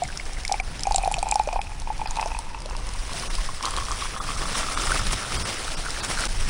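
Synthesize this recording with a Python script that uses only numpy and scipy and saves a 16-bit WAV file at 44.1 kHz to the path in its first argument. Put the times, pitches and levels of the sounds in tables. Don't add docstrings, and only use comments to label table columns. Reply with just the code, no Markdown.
import sys
import numpy as np
from scipy import signal
from scipy.io import wavfile
from scipy.ndimage import uniform_filter1d

SR = 44100
rng = np.random.default_rng(int(sys.argv[2]) if len(sys.argv) > 2 else 0)


def gain_from_decibels(decibels):
    exponent = np.asarray(decibels, float) / 20
    return 10 ** exponent


def bounce(signal):
    frames = np.transpose(np.atleast_2d(signal))
    limited = np.clip(frames, -1, 1)
    pcm = np.round(limited * 32767).astype(np.int16)
    wavfile.write(sys.argv[1], SR, pcm)


N = 286209
CUT_S = 6.279

# time_s, level_db (under 60 Hz), buffet_db (above it, relative)
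WIND = [(0.0, -34, -3), (0.05, -34, -4), (0.49, -31, -21), (0.76, -32, -2.5), (0.89, -29, -18),
        (1.17, -31.5, -6), (1.32, -32, -17), (1.57, -30, -18), (1.84, -30, -12.5), (2.53, -32, -17),
        (2.93, -30, -15), (3.03, -32, -14), (3.27, -32, -6), (3.42, -26, -18), (3.54, -34, -6),
        (3.61, -34.5, -18), (3.8, -28, -18), (3.87, -27, -16.5), (4.16, -37, -3.5), (4.54, -28, -5),
        (4.59, -34, -6), (4.83, -32, -11), (4.88, -29, -4), (5.08, -24, -3), (5.22, -41, -1),
        (5.37, -29.5, 2), (5.53, -41, -1), (5.6, -34, -8), (6.07, -34, -5), (6.49, -23, -19)]
# time_s, level_db, tilt_db_per_octave
CALM_HISS = [(0.0, -44.5, -1), (0.11, -42, -0.5), (0.82, -42.5, -1), (1.0, -42.5, 0), (1.23, -43.5, -0.5),
             (1.79, -45.5, -0.5), (1.92, -45, -1.5), (2.2, -41, -0.5), (2.37, -44.5, -0.5),
             (2.58, -47, -2.5), (2.9, -41.5, -0.5)]
# time_s, level_db, tilt_db_per_octave
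GUSTY_HISS = [(2.95, -42.5, 0), (3.21, -33.5, 0), (3.62, -40.5, 0), (3.63, -34, 0), (3.64, -39, 0),
              (3.66, -31, 0), (3.67, -34.5, 0), (3.75, -38, 0), (3.77, -33, 0), (3.79, -36.5, 0),
              (3.91, -37.5, 0), (3.92, -34, 0), (3.94, -38, 0), (4.01, -34, 0), (4.16, -38.5, 0),
              (4.3, -34, 0), (4.37, -38, 0), (4.38, -32, 0), (4.46, -35, 0), (4.56, -30.5, 0.0048),
              (4.58, -24.5, 0.0095), (4.64, -31, 0), (4.96, -30, 0), (5.06, -34, 0), (5.07, -26.5, 0),
              (5.1, -35.5, 0), (5.13, -26.5, 0), (5.15, -31.5, 0), (5.29, -34, 0), (5.34, -30, 0.0049),
              (5.72, -34, 0), (5.76, -35, 0), (5.89, -35, 0), (6.03, -33, 0), (6.05, -30.5, 0),
              (6.08, -33, 0), (6.1, -28.5, 0), (6.18, -34, 0), (6.19, -32, 0), (6.27, -30, 0),
              (6.28, -47, 0), (6.29, -36, 0), (6.48, -34.5, 0.0048), (6.49, -31, 0)]
# freq_hz, level_db
HISS_COLOUR = [(88, -26), (150, -0.5), (275, -5), (770, -3), (1340, -4.5), (2080, -5), (4390, -8.5),
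               (5440, -5.5), (6850, -12.5), (9610, -9.5), (10500, -15.5), (13600, -34), (22000, -120)]
# time_s, first_mode_hz, second_mode_hz
COLUMN = [(0, 744, 2170), (1, 807, 2440), (2, 845, 2455), (2.6, 910, 2590), (3.6, 1100, 3170),
          (4.5, 1150, 3500), (5.3, 1250, 3680), (6.3, 1480, 4200)]
# time_s, level_db
GURGLE = [(0.0, -44), (0.24, -46), (0.8, -54), (0.89, -41), (1.01, -28), (1.08, -39.5), (1.33, -41),
          (1.41, -37.5), (1.5, -32.5), (1.66, -38), (1.9, -47.5), (2.13, -34.5), (2.22, -30.5), (2.36, -41),
          (2.93, -40.5), (3.23, -46.5), (3.53, -53), (3.67, -30.5), (3.86, -37), (4.28, -38.5),
          (4.77, -30.5), (5.06, -40), (5.48, -37), (5.68, -39), (5.92, -43), (6.06, -35.5), (6.27, -40.5)]
# start_s, peak_db, pitch_hz, t60_cycles, second_mode_db
PLOPS = [(0.02, -15, 702, 42, -25), (0.495, -20.5, 803, 27, -11), (0.515, -13, 765, 32, -20),
         (0.541, -16.5, 810, 24, -5), (0.599, -22.5, 734, 31, 6), (0.854, -24, 807, 24, -3),
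         (0.87, -12, 770, 31, -21), (0.91, -11, 825, 24, -26), (0.946, -13.5, 750, 30, -17),
         (0.982, -14, 756, 21, -21), (1.036, -16, 744, 27, -11), (1.057, -15.5, 794, 34, -24),
         (1.076, -9.5, 730, 16, -22), (1.114, -16.5, 820, 26, -15), (1.161, -27, 781, 21, -14),
         (1.18, -20.5, 675, 29, -20), (1.228, -12.5, 796, 20, -10.5), (1.258, -22, 825, 24, -26),
         (1.267, -17.5, 830, 24, -25), (1.308, -24, 795, 29, -10), (1.322, -12, 826, 27, -5),
         (1.356, -9.5, 810, 35, -21), (1.397, -7.5, 826, 28, -16), (1.474, -20, 583, 24, -21),
         (1.512, -28, 850, 22, -17), (1.531, -21, 689, 31, -9), (1.559, -14, 776, 18, -23),
         (1.561, -14, 870, 19, -19), (1.591, -15.5, 803, 20, -10), (1.718, -31, 830, 21, -6),
         (1.819, -32, 870, 22, -19), (1.873, -21, 894, 18, -13), (1.902, -16, 832, 35, -22),
         (1.995, -24, 840, 32, -15), (2.015, -17.5, 860, 26, -13), (2.058, -19.5, 820, 19, -6),
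         (2.109, -26, 910, 24, -20), (2.158, -26, 910, 22, -16), (2.187, -16, 880, 16, -25),
         (2.215, -21, 840, 16, -20), (2.259, -21.5, 850, 24, -20), (2.318, -26, 960, 24, -11),
         (2.348, -22.5, 890, 19, -1), (2.389, -22, 893, 24, -24), (2.504, -39, 940, 24, -6),
         (2.545, -28, 875, 24, -2), (2.792, -32, 1120, 24, -15), (3.234, -28, 1090, 24, -12),
         (3.383, -26, 1040, 29, -18), (3.489, -22.5, 1056, 26, -17), (3.636, -22, 1060, 36, -14),
         (3.681, -20.5, 1056, 26, -22), (3.773, -32.5, 515, 21, -5), (3.773, -22, 1080, 24, -10),
         (3.803, -29, 1090, 24, -6), (3.822, -23, 1080, 24, -15), (3.916, -24.5, 1170, 30, -18),
         (4.022, -20.5, 1120, 33, -9), (4.143, -30, 1280, 24, -20), (4.17, -26, 1140, 21, -22),
         (4.205, -19.5, 1220, 22, -18), (4.289, -20.5, 1140, 22, -13), (4.364, -26, 1250, 26, -15),
         (4.432, -26, 1200, 24, -18), (4.456, -24, 1180, 24, -18), (4.554, -20, 1170, 24, -6),
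         (4.642, -25, 1290, 24, -12), (4.686, -21, 1260, 26, -11), (4.713, -26, 1300, 24, -26),
         (4.748, -30, 1300, 24, -7), (4.798, -21, 1320, 24, -5), (4.895, -20, 1260, 24, -14),
         (4.919, -11, 1460, 21, -23), (4.955, -22, 1220, 24, -15), (4.994, -20, 1310, 27, -18),
         (5.248, -25, 1420, 22, -13), (5.306, -26, 1250, 22, -13), (5.32, -22, 1300, 21, -17),
         (5.573, -31, 1270, 24, -15), (5.837, -29, 1420, 26, -11), (5.864, -20, 1450, 22, -18),
         (5.885, -23, 1360, 18, -18), (5.964, -25.5, 1660, 24, -21), (6.194, -25, 1360, 24, -13),
         (6.242, -31, 1290, 24, -13)]
# start_s, peak_db, pitch_hz, bend_per_s
SMALL_BUBBLES = [(0.0378, -29.5, 2180, 8), (0.052, -27.5, 2060, 7.1), (0.0872, -30, 1500, 8.9),
                 (0.1017, -29, 1520, 8), (0.1251, -31, 2520, 8), (0.198, -20.5, 2130, 6.9),
                 (0.3706, -27.5, 2040, 6.3), (0.45, -18, 2140, 6.6), (0.5998, -21, 2260, 11),
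                 (1.0344, -22, 2330, 7), (1.1412, -16.5, 2470, 8), (1.4584, -33, 2400, 8),
                 (1.615, -21, 2430, 7.3), (1.6696, -28.5, 2460, 8.7), (2.1944, -27.5, 1980, 8),
                 (2.224, -30.5, 2500, 7.3), (2.3482, -33.5, 2580, 8)]
# start_s, peak_db, pitch_hz, bend_per_s
BIG_BUBBLES = [
    (1.474, -25, 577, 4),
    (2.259, -19, 636, 4.4),
    (2.289, -41, 458, 3.8),
    (2.658, -27, 560, 4.5),
    (2.728, -35, 475, 5),
    (3.14, -30, 655, 4.3),
]
# start_s, peak_db, pitch_hz
TICKS = [(0.0355, -18.5, 7540), (0.078, -27, 5270), (0.119, -32, 5110), (0.1745, -35, 4800),
         (0.1742, -19.5, 5360), (0.2548, -28, 5160), (0.3334, -28, 5540), (0.4349, -31, 5200),
         (0.451, -19, 5350), (0.479, -17.5, 4870), (0.5232, -10, 5360), (0.6013, -25.5, 4420),
         (0.7941, -29, 3200), (0.7941, -25, 5200), (0.8071, -23.5, 7300), (0.8343, -15.5, 5170),
         (0.8696, -23, 6500), (0.9088, -25, 7500), (0.9218, -17, 4740), (0.945, -15, 4050),
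         (0.9601, -5.5, 7550), (0.9817, -15.5, 4140), (1.0285, -26.5, 9680), (1.048, -21, 4150),
         (1.0763, -21, 9550), (1.115, -24, 7450), (1.1225, -20, 9600), (1.1413, -16, 3040),
         (1.1677, -30, 5750), (1.1857, -22, 4070), (1.1907, -22, 4200), (1.2282, -19, 8300),
         (1.287, -39, 3180), (1.288, -20, 7400), (1.3129, -23, 6860), (1.3129, -11, 7550),
         (1.342, -19, 5600), (1.3568, -17, 5500), (1.3942, -23, 3930), (1.436, -29, 6930),
         (1.4735, -30, 5840), (1.5299, -25.5, 5800), (1.6157, -22, 3240), (1.7996, -29, 6030),
         (1.8193, -28.5, 4000), (1.9794, -31, 5380), (2.0612, -29, 5100), (2.074, -20, 4900),
         (2.109, -21, 6760), (2.157, -28, 4030), (2.168, -23, 4000), (2.2114, -43, 3220),
         (2.2117, -21, 5200), (2.2588, -27, 5840), (2.2747, -27, 5570), (2.389, -20, 9900),
         (2.588, -34, 5360), (2.604, -32, 5050), (2.62, -27, 4850), (2.659, -26, 4070), (2.6985, -25, 5350),
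         (2.7661, -27, 5180), (2.8686, -26, 9700), (2.89, -23.5, 5130), (2.937, -28.5, 9410),
         (3.1333, -24, 4080), (3.1712, -28, 4060), (3.1976, -25, 5230), (3.3528, -19.5, 4970),
         (3.627, -21, 5400), (3.6547, -13, 4060), (3.708, -22.5, 9800), (3.7653, -19, 4020),
         (3.8008, -25, 5200), (3.8521, -24, 5710), (3.8591, -25, 5240), (3.9165, -30, 4620),
         (3.9162, -19, 6200), (3.9599, -30, 5320), (3.9873, -28, 3440),
         (4.8694, -19, 5030),
    (4.919, -18, 9640),
    (5.0684, -20.5, 3690),
    (5.1238, -16.5, 9500),
    (5.9053, -19, 5100),
    (6.0477, -18, 5500),
    (6.1956, -23, 5120),
    (6.2076, -17, 9800),
    (6.254, -15.5, 5700),
]
THINNED = [.62, 1.6, 2.07, 3.29, 4.2, 4.758, 5.378, 5.44, 5.76, 6.017]
# freq_hz, gain_db
MICROPHONE = [(100, -2), (9700, 0), (10400, -3.5), (11200, -16.5), (12500, -28), (13500, -28), (15600, -12),
              (16200, -32)]


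def evened(x):
    return x / np.sqrt(np.mean(x ** 2) + 1e-20)


def read(points, hz):
    point_hz, value = np.transpose(points)
    return np.interp(np.log(hz + 1), np.log(point_hz + 1), value)


def curve(rows, t_s):
    row_s, *columns = np.transpose(rows)
    return [np.interp(t_s, row_s, column) for column in columns]


def add(mix, start_s, sound):
    part = mix[max(round(start_s * SR), 0):][:len(sound)]
    part += sound[:len(part)]


def band(x, lo_hz, hi_hz):
    return signal.sosfilt(signal.butter(2, [lo_hz, hi_hz], "bandpass", fs=SR, output="sos"), x)


def resonate(x, hz, width_hz):
    turn = np.exp(2j * np.pi * np.cumsum(hz) / SR)
    pole = np.exp(-np.pi * width_hz / SR)
    smooth = signal.lfilter([1 - pole], [1, -pole], x / turn + 1e-18)
    return 2 * (turn * smooth).real


def impacts(per_s, spread_db):
    draw, size, sign = rng.random(N), rng.exponential(1, N), rng.standard_normal(N)
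    return np.sign(sign) * gain_from_decibels(spread_db * np.minimum(size, 4)) * (draw < per_s / SR)


def ring(t_s, hz, t60_s, rise_s, bend_per_s):
    shape = (1 - np.exp(-t_s / rise_s)) * gain_from_decibels(-60 * t_s / t60_s)
    return shape / shape.max() * np.sin(2 * np.pi * hz * (t_s + bend_per_s * t_s ** 2))


def wind(t_s):
    level_db, buffet_db = curve(WIND, t_s)
    lumps = evened(band(rng.standard_normal(N), 10.7, 35.9))
    gusts = evened(band(rng.standard_normal(N), 4.9, 26))
    buffet = evened(band(rng.standard_normal(N), 52, 152) * gain_from_decibels(3.2 * gusts))
    return gain_from_decibels(level_db) * (gain_from_decibels(3.5) * lumps + gain_from_decibels(buffet_db - 2.5) * buffet)


def hiss():
    grains = evened(impacts(3000, 3.65)) + 1.318 * rng.standard_normal(N)
    hz, t_s, z = signal.stft(grains, SR, nperseg=256, noverlap=192)
    patches = rng.standard_normal(z.shape[::-1]).T
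    patches = uniform_filter1d(patches, size=5, axis=0)
    patches = evened(uniform_filter1d(patches, size=12, axis=1))
    flicker = evened(uniform_filter1d(rng.standard_normal(len(t_s)), size=8))
    level_db, tilt_db = curve(CALM_HISS + GUSTY_HISS, t_s)
    octaves = np.log2((hz[:, None] + 100) / 4000)
    colour = gain_from_decibels(read(HISS_COLOUR, np.minimum(hz, 10000)))
    colour = colour / np.sqrt(np.mean(colour[hz > 1700] ** 2))
    gain_db = level_db + tilt_db * octaves + 1.66 * patches + 1.25 * flicker - 2.5
    z = z * colour[:, None] * gain_from_decibels(gain_db)
    return signal.istft(z, SR, nperseg=256, noverlap=192)[1][:N]


def gurgle(t_s):
    first_hz, second_hz = curve(COLUMN, t_s)
    level_db = curve(GURGLE, t_s)[0]
    drive = evened(impacts(260, 7.0)) + 0.34 * rng.standard_normal(N)
    sharp = resonate(resonate(drive, first_hz, 148), first_hz, 590)
    broad = resonate(resonate(drive, first_hz, 330), first_hz, 680)
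    short = np.clip((first_hz - 800) / 450, 0, 1)
    first = (1 - short) * evened(sharp) + short * evened(broad)
    second = gain_from_decibels(-8 - 4.7 * short) * evened(resonate(drive, second_hz, 150))
    return gain_from_decibels(level_db - 1.5) * (first + second) * (t_s < CUT_S)


def plops():
    out, t_s = np.zeros(N), np.arange(round(0.1 * SR)) / SR
    for start_s, db, hz, cycles, second_db in PLOPS:
        bubble = ring(t_s, hz, np.clip(cycles, 6, 60) / hz, 0.0011, 1.7)
        second_hz = curve(COLUMN, start_s)[1]
        column = gain_from_decibels(second_db) * ring(t_s, second_hz, 0.017, 0.00035, 0)
        add(out, start_s, gain_from_decibels(db) * (bubble + column))
    for start_s, db, hz, bend_per_s in SMALL_BUBBLES + BIG_BUBBLES:
        add(out, start_s, gain_from_decibels(db - 0.5) * ring(t_s, hz, 30 / hz, 0.00041, bend_per_s))
    return out


def ticks():
    out, t_s = np.zeros(N), np.arange(600) / SR
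    events = TICKS
    spray = band(rng.standard_normal((len(events), len(t_s))), 3800, 10500)
    spray_shape = (1 - np.exp(-t_s / 0.00037)) * gain_from_decibels(-60 * t_s / 0.009)
    for (start_s, db, hz), puff in zip(events, spray):
        snap = ring(t_s, hz, 0.0048, 0.000068, 2.3) + gain_from_decibels(3.0) * puff * spray_shape
        add(out, start_s, gain_from_decibels(db + 1.0) * snap)
    return out


def shelter(x):
    taps, t_s = np.zeros(4000), np.arange(4000) / SR
    taps[np.arange(100, 3980, 20) + rng.integers(0, 20, 194)] = rng.choice([-1., 1.], 194)
    taps *= gain_from_decibels(-60 * t_s / 0.093)
    return signal.oaconvolve(x, taps / np.linalg.norm(taps))[:N]


def scene():
    t_s = np.arange(N) / SR
    mug = gurgle(t_s) + plops() + ticks()
    mug = mug + gain_from_decibels(-16) * shelter(mug)
    dip = 1 - 0.9 * np.exp(-((t_s - CUT_S) / 0.003) ** 2)
    return ((wind(t_s) + hiss() + mug) * dip)[None]


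def low_pass(x):
    return signal.sosfilt(signal.butter(12, 17090, fs=SR, output="sos"), x)


def record(dry):
    hz, t_s, z = signal.stft(dry[0], SR, nperseg=512, noverlap=448)
    band_of_bin = np.minimum(np.sqrt(hz * 0.12).astype(int), 39)
    thinned = (rng.random((len(THINNED), 40)) < 0.7)[:, band_of_bin]
    for time_s, bins in zip(THINNED, thinned):
        moment = np.exp(-((t_s - time_s) / 0.01) ** 2)
        z = z * gain_from_decibels(-18 * np.outer(bins * (hz > 1500), moment))
    z = z * gain_from_decibels(read(MICROPHONE, hz))[:, None]
    mix = signal.istft(z, SR, nperseg=512, noverlap=448)[1][None, :N]
    return low_pass(mix)


dry = scene()
out = record(dry)
bounce(out)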